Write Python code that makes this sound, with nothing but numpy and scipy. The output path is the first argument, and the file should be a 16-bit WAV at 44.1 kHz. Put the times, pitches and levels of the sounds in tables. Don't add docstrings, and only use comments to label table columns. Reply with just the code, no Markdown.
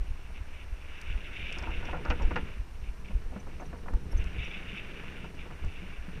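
import sys
import numpy as np
from scipy import signal
from scipy.fft import rfft, irfft, next_fast_len
from scipy.io import wavfile
from scipy.ndimage import uniform_filter1d

SR = 44100
rng = np.random.default_rng(int(sys.argv[2]) if len(sys.argv) > 2 else 0)


def materialize(psi):
    bounded = np.clip(np.atleast_2d(psi).T, -1, 1)
    quanta = np.round(bounded * 32767).astype(np.int16)
    wavfile.write(sys.argv[1], SR, quanta)


N = 273420

# frequency in Hz, relative level in dB, t60 in seconds.
PLANK_RING = [(327, 9, 0.022), (482, -1.5, 0.12), (740, -12.5, 0.093), (882, -4, 0.11), (975, 7.5, 0.013),
              (1340, 0, 0.012), (1487, 0, 0.047), (1713, -8, 0.071), (2475, 9.5, 0.023), (2790, 14.5, 0.01)]
# time in seconds, strength in dB.
TYRE_RUB = [(0.0, -62), (0.62, -58.5), (0.72, -60.5), (1.0, -50.5), (1.88, -46), (2.02, -54.5), (2.2, -48),
            (2.52, -52.5), (2.66, -66.5), (3.52, -62), (4.04, -68), (4.2, -51.5), (4.88, -47.5),
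            (5.24, -52), (5.32, -62.5), (5.38, -56.5), (6.18, -53.5)]
MID_RUB_DB = -50.5


def rolling(rub_db, joints_per_s=23):
    # time in seconds, strength in dB.
    roughness = [(0.0, -58.0), (0.86, -63), (1.88, -49.0), (2.24, -45), (2.38, -42.5), (2.62, -58.5),
                 (3.96, -48.0), (4.86, -53.0), (4.98, -48), (5.8, -55), (5.9, -48.5), (6.0, -63.5),
                 (6.18, -47)]
    # frequency in Hz, relative level in dB, t60 in seconds.
    deck_modes = [(117.8, -2.5, 0.093), (147.5, 0.5, 0.084), (188.6, 1.5, 0.055), (265.5, -6.5, 0.065),
                  (322, -7, 0.046), (408, -2.5, 0.033), (476, -7.5, 0.049)]
    # frequency in Hz, relative level in dB.
    roar_spectrum = [(70, -10), (130, -3.5), (300, 6.5), (480, 2.5), (620, 2), (900, -5.5), (1200, -3.5),
                     (1700, -1.5), (3000, -10.5), (14000, -50)]
    deck_db, mid_deck_db = in_time(roughness), -55.5
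    joints = np.zeros(N)
    for wheel in range(2):
        joint_rate = joints_per_s * from_db(1.5 * drift(17))
        passed = np.floor(np.cumsum(joint_rate) / SR + rng.random())
        joints += np.diff(passed, prepend=passed[0]) * from_db(2 * rng.standard_normal(N))
    boom = rms_one(body(rms_one(joints) + 1.7 * grains(2500), deck_modes))
    jolt = rms_one(signal.lfilter([1], [1, -np.exp(-1 / (0.0062 * SR))], joints))
    contact = grains(6000) * (1 + 0.31 * jolt)
    roar = rms_one(coloured(contact, roar_spectrum) + 0.22 * rms_one(body(contact, PLANK_RING)))
    roar_db = -55 + 0.3 * (deck_db - mid_deck_db) + 0.4 * (rub_db - MID_RUB_DB)
    return from_db(deck_db + 1) * boom + from_db(roar_db) * roar


def tread_fizz(rub_db):
    # frequency in Hz, relative level in dB.
    fizz_spectrum = [(1200, -47), (1950, -7.5), (2280, 3.5), (2480, 1), (2680, 4.5), (2950, -0.5),
                     (3250, -12), (3450, -7.5), (3720, -11), (4050, -30.5), (5800, -30.5), (14000, -80)]
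    rub_gain = from_db(rub_db - 1 + 1.27 * drift(20))
    fizz_db = 20 * np.log10(np.hypot(rub_gain, scuff_gain()))
    snaps = grains(3500) * from_db(2.03 * drift(70))
    fizz = coloured(snaps, fizz_spectrum)
    dull = signal.sosfiltfilt(signal.butter(8, 3200, fs=SR, output="sos"), fizz)
    treble_gain = from_db(0.14 * (fizz_db - MID_RUB_DB))
    return from_db(fizz_db) * (dull + treble_gain * (fizz - dull))


def scuff_gain(attack_s=0.006, release_s=0.0056):
    # start in seconds, length in seconds, fizz level in dB.
    scuffs = [(0.347, .045, -51.5), (0.506, 0.14, -60), (1.081, 0.047, -48), (1.326, 0.23, -42.5),
              (2.812, 0.089, -59), (3.042, 0.081, -55.5), (4.378, 0.11, -44.5), (4.504, 0.1, -43.5),
              (4.765, 0.056, -45.5), (5.385, 0.085, -52.5), (5.694, 0.18, -60)]
    t, gain = clock(), np.zeros(N)
    for s, length, db in scuffs:
        bite = np.clip((t - s) / attack_s, 0, 1)
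        release = np.exp(-np.maximum(t - s - length, 0) / release_s)
        gain += from_db(db) * bite * release
    return gain


def tread_swish(rub_db):
    # frequency in Hz, relative level in dB.
    swish_spectrum = [(600, -34), (1200, -6), (1500, 2), (1800, -1), (2100, -2.5), (2800, -6), (3300, -28),
                      (5000, -41), (5700, -17), (7000, -39), (14000, -46)]
    swish_db = -55.5 + 0.79 * (rub_db - MID_RUB_DB)
    return from_db(swish_db) * coloured(grains(6000), swish_spectrum)


def loose_planks(mid_blow_db=-42.5, db_per_octave=15):
    # start in seconds, strength in dB, chatter t60 in seconds.
    blows = [(.304, -50, 0.03), (1.57, -46, 0.2), (1.625, -43.5, 0.2), (1.67, -42, 0.21),
             (1.828, -44.5, 0.2), (1.884, -41, 0.14), (1.929, -38, 0.27), (2.051, -36, 0.19),
             (2.103, -26.5, 0.088), (2.199, -42, 0.21), (2.309, -35.5, 0.092), (2.359, -28.5, 0.11),
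             (3.105, -49.5, 0.11), (3.32, -51, 0.38), (3.361, -43.5, 0.095), (3.469, -46, 0.076),
             (3.598, -45.5, 0.17), (3.619, -43.5, 0.067), (3.729, -43.5, 0.12), (3.858, -48, 0.3),
             (3.882, -40, 0.057), (3.935, -42, 0.067), (4.129, -45, 0.065), (5.038, -48, 0.059),
             (5.244, -43.5, 0.058), (5.457, -46, 0.091), (5.505, -42.5, .065), (5.64, -44, .045)]
    # frequency in Hz, relative level in dB.
    clatter_spectrum = [(90, -35), (170, -6.5), (550, 2), (900, 3.5), (1150, 4.5), (1450, 5), (2000, 2.5),
                        (2800, -11), (3300, -14), (6000, 3), (12000, -42)]
    chatter, force = rms_one(np.tanh(grains(3000) / 3)), np.zeros(N)
    for s, db, t60 in blows:
        bright_hz = 1620 * 2 ** ((db - mid_blow_db) / db_per_octave)
        rattle = burst(chatter, s, t60, rise_s=0.0018)
        rattle[0] += 5
        hard, soft = low_pass(rattle, bright_hz), low_pass(rattle, 0.74 * bright_hz)
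        fresh = np.exp(-(np.arange(len(rattle)) / SR / 0.01) ** 2)
        makeup_gain = np.sqrt(SR / 2 / bright_hz)
        add(force, s, from_db(db) * makeup_gain * (fresh * hard + (1 - fresh) * soft))
    wood = rms_one(coloured(force, clatter_spectrum) + 0.76 * rms_one(body(force, PLANK_RING)))
    return from_db(4) * np.std(force) * wood


def deck_thuds():
    # start in seconds, pitch in Hz, level in dB.
    thuds = [(1.422, 166, -40.5), (1.945, 162, -33), (2.11, 300, -35.5), (2.206, 161, -35),
             (2.363, 263, -41), (3.097, 199, -36.5), (3.362, 199, -31.5), (4.73, 193, -38),
             (5.235, 159, -36), (5.46, 155, -44.5), (5.82, 186, -36), (6.082, 178.5, -32)]
    out, age = np.zeros(N), np.arange(SR // 4) / SR
    envelope = strike_envelope(age, t60=0.12, rise_s=0.00071)
    for s, hz, db in thuds:
        add(out, s, from_db(db) * envelope * np.sin(2 * np.pi * hz * age))
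    return out


def chain_ticks():
    # start in seconds, strength in dB, low-pass cutoff in Hz.
    ticks = [(1.0144, -42, 15000), (1.526, -41, 10300), (1.5857, -40.5, 10100), (1.625, -46, 7500),
             (1.8542, -44, 5500), (2.0521, -44, 5800), (2.1014, -41, 7650), (2.222, -47, 15000),
             (2.36, -50, 5800), (3.9374, -49.5, 13000), (4.2416, -46.5, 14000), (5.351, -52, 8000),
             (5.6477, -48.5, 8000)]
    # frequency in Hz, relative level in dB.
    metal_spectrum = [(2000, -15), (4000, 1), (5700, 4.5), (7500, -4.5), (10000, -11.5), (15000, -14)]
    out, metal = np.zeros(N), noise(metal_spectrum)
    for s, db, bright_hz in ticks:
        tick = burst(metal, s, t60=0.014, rise_s=0.0002)
        add(out, s, from_db(db) * low_pass(tick, bright_hz))
    return out


def metal_squeaks():
    # centre in seconds, pitch in Hz, peak level in dB.
    squeaks = [(1.59, 5280, -49), (1.857, 5630, -56.5), (2.227, 5640, -52.5), (3.403, 5900, -56),
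               (3.608, 6130, -58), (3.664, 5860, -57.5), (4.123, 5600, -53), (4.123, 11050, -59.5),
               (4.18, 6180, -49.5), (4.449, 5770, -54.5)]
    out, age = np.zeros(N), np.arange(SR // 25) / SR - 0.02
    envelope = np.exp(-(age / 0.0074) ** 2)
    for s, hz, db in squeaks:
        scratch = np.cumsum(rng.normal(0, 0.13, len(age)))
        add(out, s + age[0], from_db(db) * envelope * np.sin(2 * np.pi * hz * age + scratch))
    return out


def wind(wake_db=-16, wake_s=0.037):
    # time in seconds, strength in dB.
    breeze = [(0.0, -43), (1.21, -42.5), (2.31, -35), (2.61, -44), (3.83, -41), (4.25, -41), (4.85, -45),
              (6.2, -42)]
    # centre in seconds, strength in dB, half width in seconds.
    eddies = [(0.015, -20.5, 0.005), (0.113, -22.5, 0.0054), (.414, -29, 0.0049), (0.732, -24.5, 0.0056),
              (1.105, -22, 0.0042), (1.159, -22.5, 0.0054), (1.696, -25.5, 0.0059), (1.789, -26.5, 0.0075),
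              (2.101, -17, 0.005), (2.257, -10.5, 0.0053), (2.603, -23.5, 0.0048), (2.831, -25.5, .0035),
              (2.894, -24, 0.0065), (3.156, -15.5, .005), (3.273, -22.5, 0.0061), (3.952, -17, 0.0071),
              (4.157, -14.5, 0.0055), (4.2, -17, 0.0042), (4.267, -24, 0.0063), (4.386, -20.5, .0036),
              (4.403, -20.5, 0.0041), (5.648, -25, 0.0026), (5.664, -19, 0.0052), (5.992, -27.5, 0.011)]
    # frequency in Hz, relative level in dB.
    sway_spectrum = [(3, -1.5), (11, 9.5), (20, 9), (28, -16), (42, -23), (60, -21), (150, -62),
                     (2000, -120)]
    flutter_spectrum = [(20, -29), (45, 2), (72, -0.5), (95, -11.5), (130, -45), (400, -34), (2000, -110)]
    breeze_db = in_time(breeze)
    pressure = from_db(breeze_db + 3.5) * churn(sway_spectrum)
    flutter_gain = from_db(breeze_db - 2.5 + 2 * drift(16))
    for s, db, width in eddies:
        near = slice(max(int((s - 0.1) * SR), 0), int((s + 0.1) * SR))
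        age = clock()[near] - s
        push = 0.4 * np.exp(-((age / width + 2.2) / 3) ** 2)
        suction = 1.15 * np.exp(-(age / width) ** 2)
        pressure[near] += from_db(db) * (push - suction)
        wake = from_db(db + wake_db) * np.exp(-(age / wake_s) ** 2)
        flutter_gain[near] = np.hypot(flutter_gain[near], wake)
    return pressure + flutter_gain * churn(flutter_spectrum)


def churn(spectrum):
    air = noise(spectrum)
    return air / np.sqrt(uniform_filter1d(air ** 2, size=SR // 5) + 1e-9)


def camera_noise(frames_per_s=30, spurts_per_s=7.3):
    # frequency in Hz, rms level in dB.
    tones = [(5846, -81), (8780, -78.5), (11719, -84), (14626, -87)]
    # frequency in Hz, relative level in dB.
    hiss_spectrum = [(200, -1), (1000, 8.5), (2800, -6.5), (4200, -5), (4900, -7.5), (5400, -4),
                     (6000, -6.5), (6600, -10.5), (9000, -13.5), (10800, -17.5), (15000, -20.5)]
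    spurt_spectrum = [(8000, -50), (9300, -7), (9600, -4), (9900, -6), (11500, -50)]
    t = clock()
    whine = sum(np.sqrt(2) * from_db(db) * np.sin(2 * np.pi * hz * t) for hz, db in tones)
    pulsing = 1 + 0.19 * np.sin(2 * np.pi * frames_per_s * t)
    hiss = from_db(-60) * noise(hiss_spectrum)
    cycles = np.cumsum(spurts_per_s * from_db(2.5 * drift(9))) / SR
    spurts = from_db(-78) * np.sin(np.pi * cycles) ** 4 * noise(spurt_spectrum)
    return hiss + whine * pulsing + spurts


def from_db(db):
    return 10 ** (np.asarray(db) / 20)


def rms_one(x):
    return x / np.sqrt(np.mean(x ** 2) + 1e-20)


def clock():
    return np.arange(N) / SR


def in_time(curve):
    return np.interp(clock(), *np.transpose(curve))


def coloured(x, spectrum):
    hz, db = np.transpose(spectrum)
    size = next_fast_len(N)
    bins = np.maximum(np.fft.rfftfreq(size, 1 / SR), 1)
    shape = from_db(np.interp(np.log(bins), np.log(hz), db))
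    return rms_one(irfft(rfft(x, size) * shape, size)[:N])


def noise(spectrum):
    return coloured(rng.standard_normal(N), spectrum)


def drift(per_s):
    knots = rng.standard_normal(4096)
    return rms_one(np.interp(clock() * per_s, np.arange(len(knots)), knots))


def grains(per_s):
    return rms_one(rng.standard_normal(N) * (rng.random(N) < per_s / SR))


def ring(force, hz, t60):
    r, w = from_db(-60 / (t60 * SR)), 2 * np.pi * hz / SR
    return signal.lfilter([0, np.sin(w)], [1, -2 * r * np.cos(w), r * r], force + 1e-18)


def body(force, modes):
    return sum((-1) ** k * from_db(db) * ring(force, hz, t60) for k, (hz, db, t60) in enumerate(modes))


def low_pass(x, hz):
    return signal.sosfilt(signal.butter(4, hz, fs=SR, output="sos"), x)


def strike_envelope(age, t60, rise_s):
    return (1 - np.exp(-age / rise_s)) * np.exp(-np.log(1000) * age / t60)


def burst(source, s, t60, rise_s):
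    part = source[int(s * SR):][:SR // 4]
    return part * strike_envelope(np.arange(len(part)) / SR, t60, rise_s)


def add(out, s, sound):
    span = out[int(s * SR):][:len(sound)]
    span += sound[:len(span)]


def scene():
    rub_db = in_time(TYRE_RUB)
    tyres = rolling(rub_db) + tread_fizz(rub_db) + tread_swish(rub_db)
    boardwalk = loose_planks() + deck_thuds()
    fittings = chain_ticks() + metal_squeaks()
    return (tyres + boardwalk + fittings + wind() + camera_noise())[None]


def record(dry, low_cut_hz=8, top_hz=15100):
    sound = signal.sosfilt(signal.butter(1, low_cut_hz, "high", fs=SR, output="sos"), dry)
    return signal.sosfilt(signal.ellip(10, 0.1, 80, top_hz, fs=SR, output="sos"), sound)


dry = scene()
out = record(dry)
materialize(out)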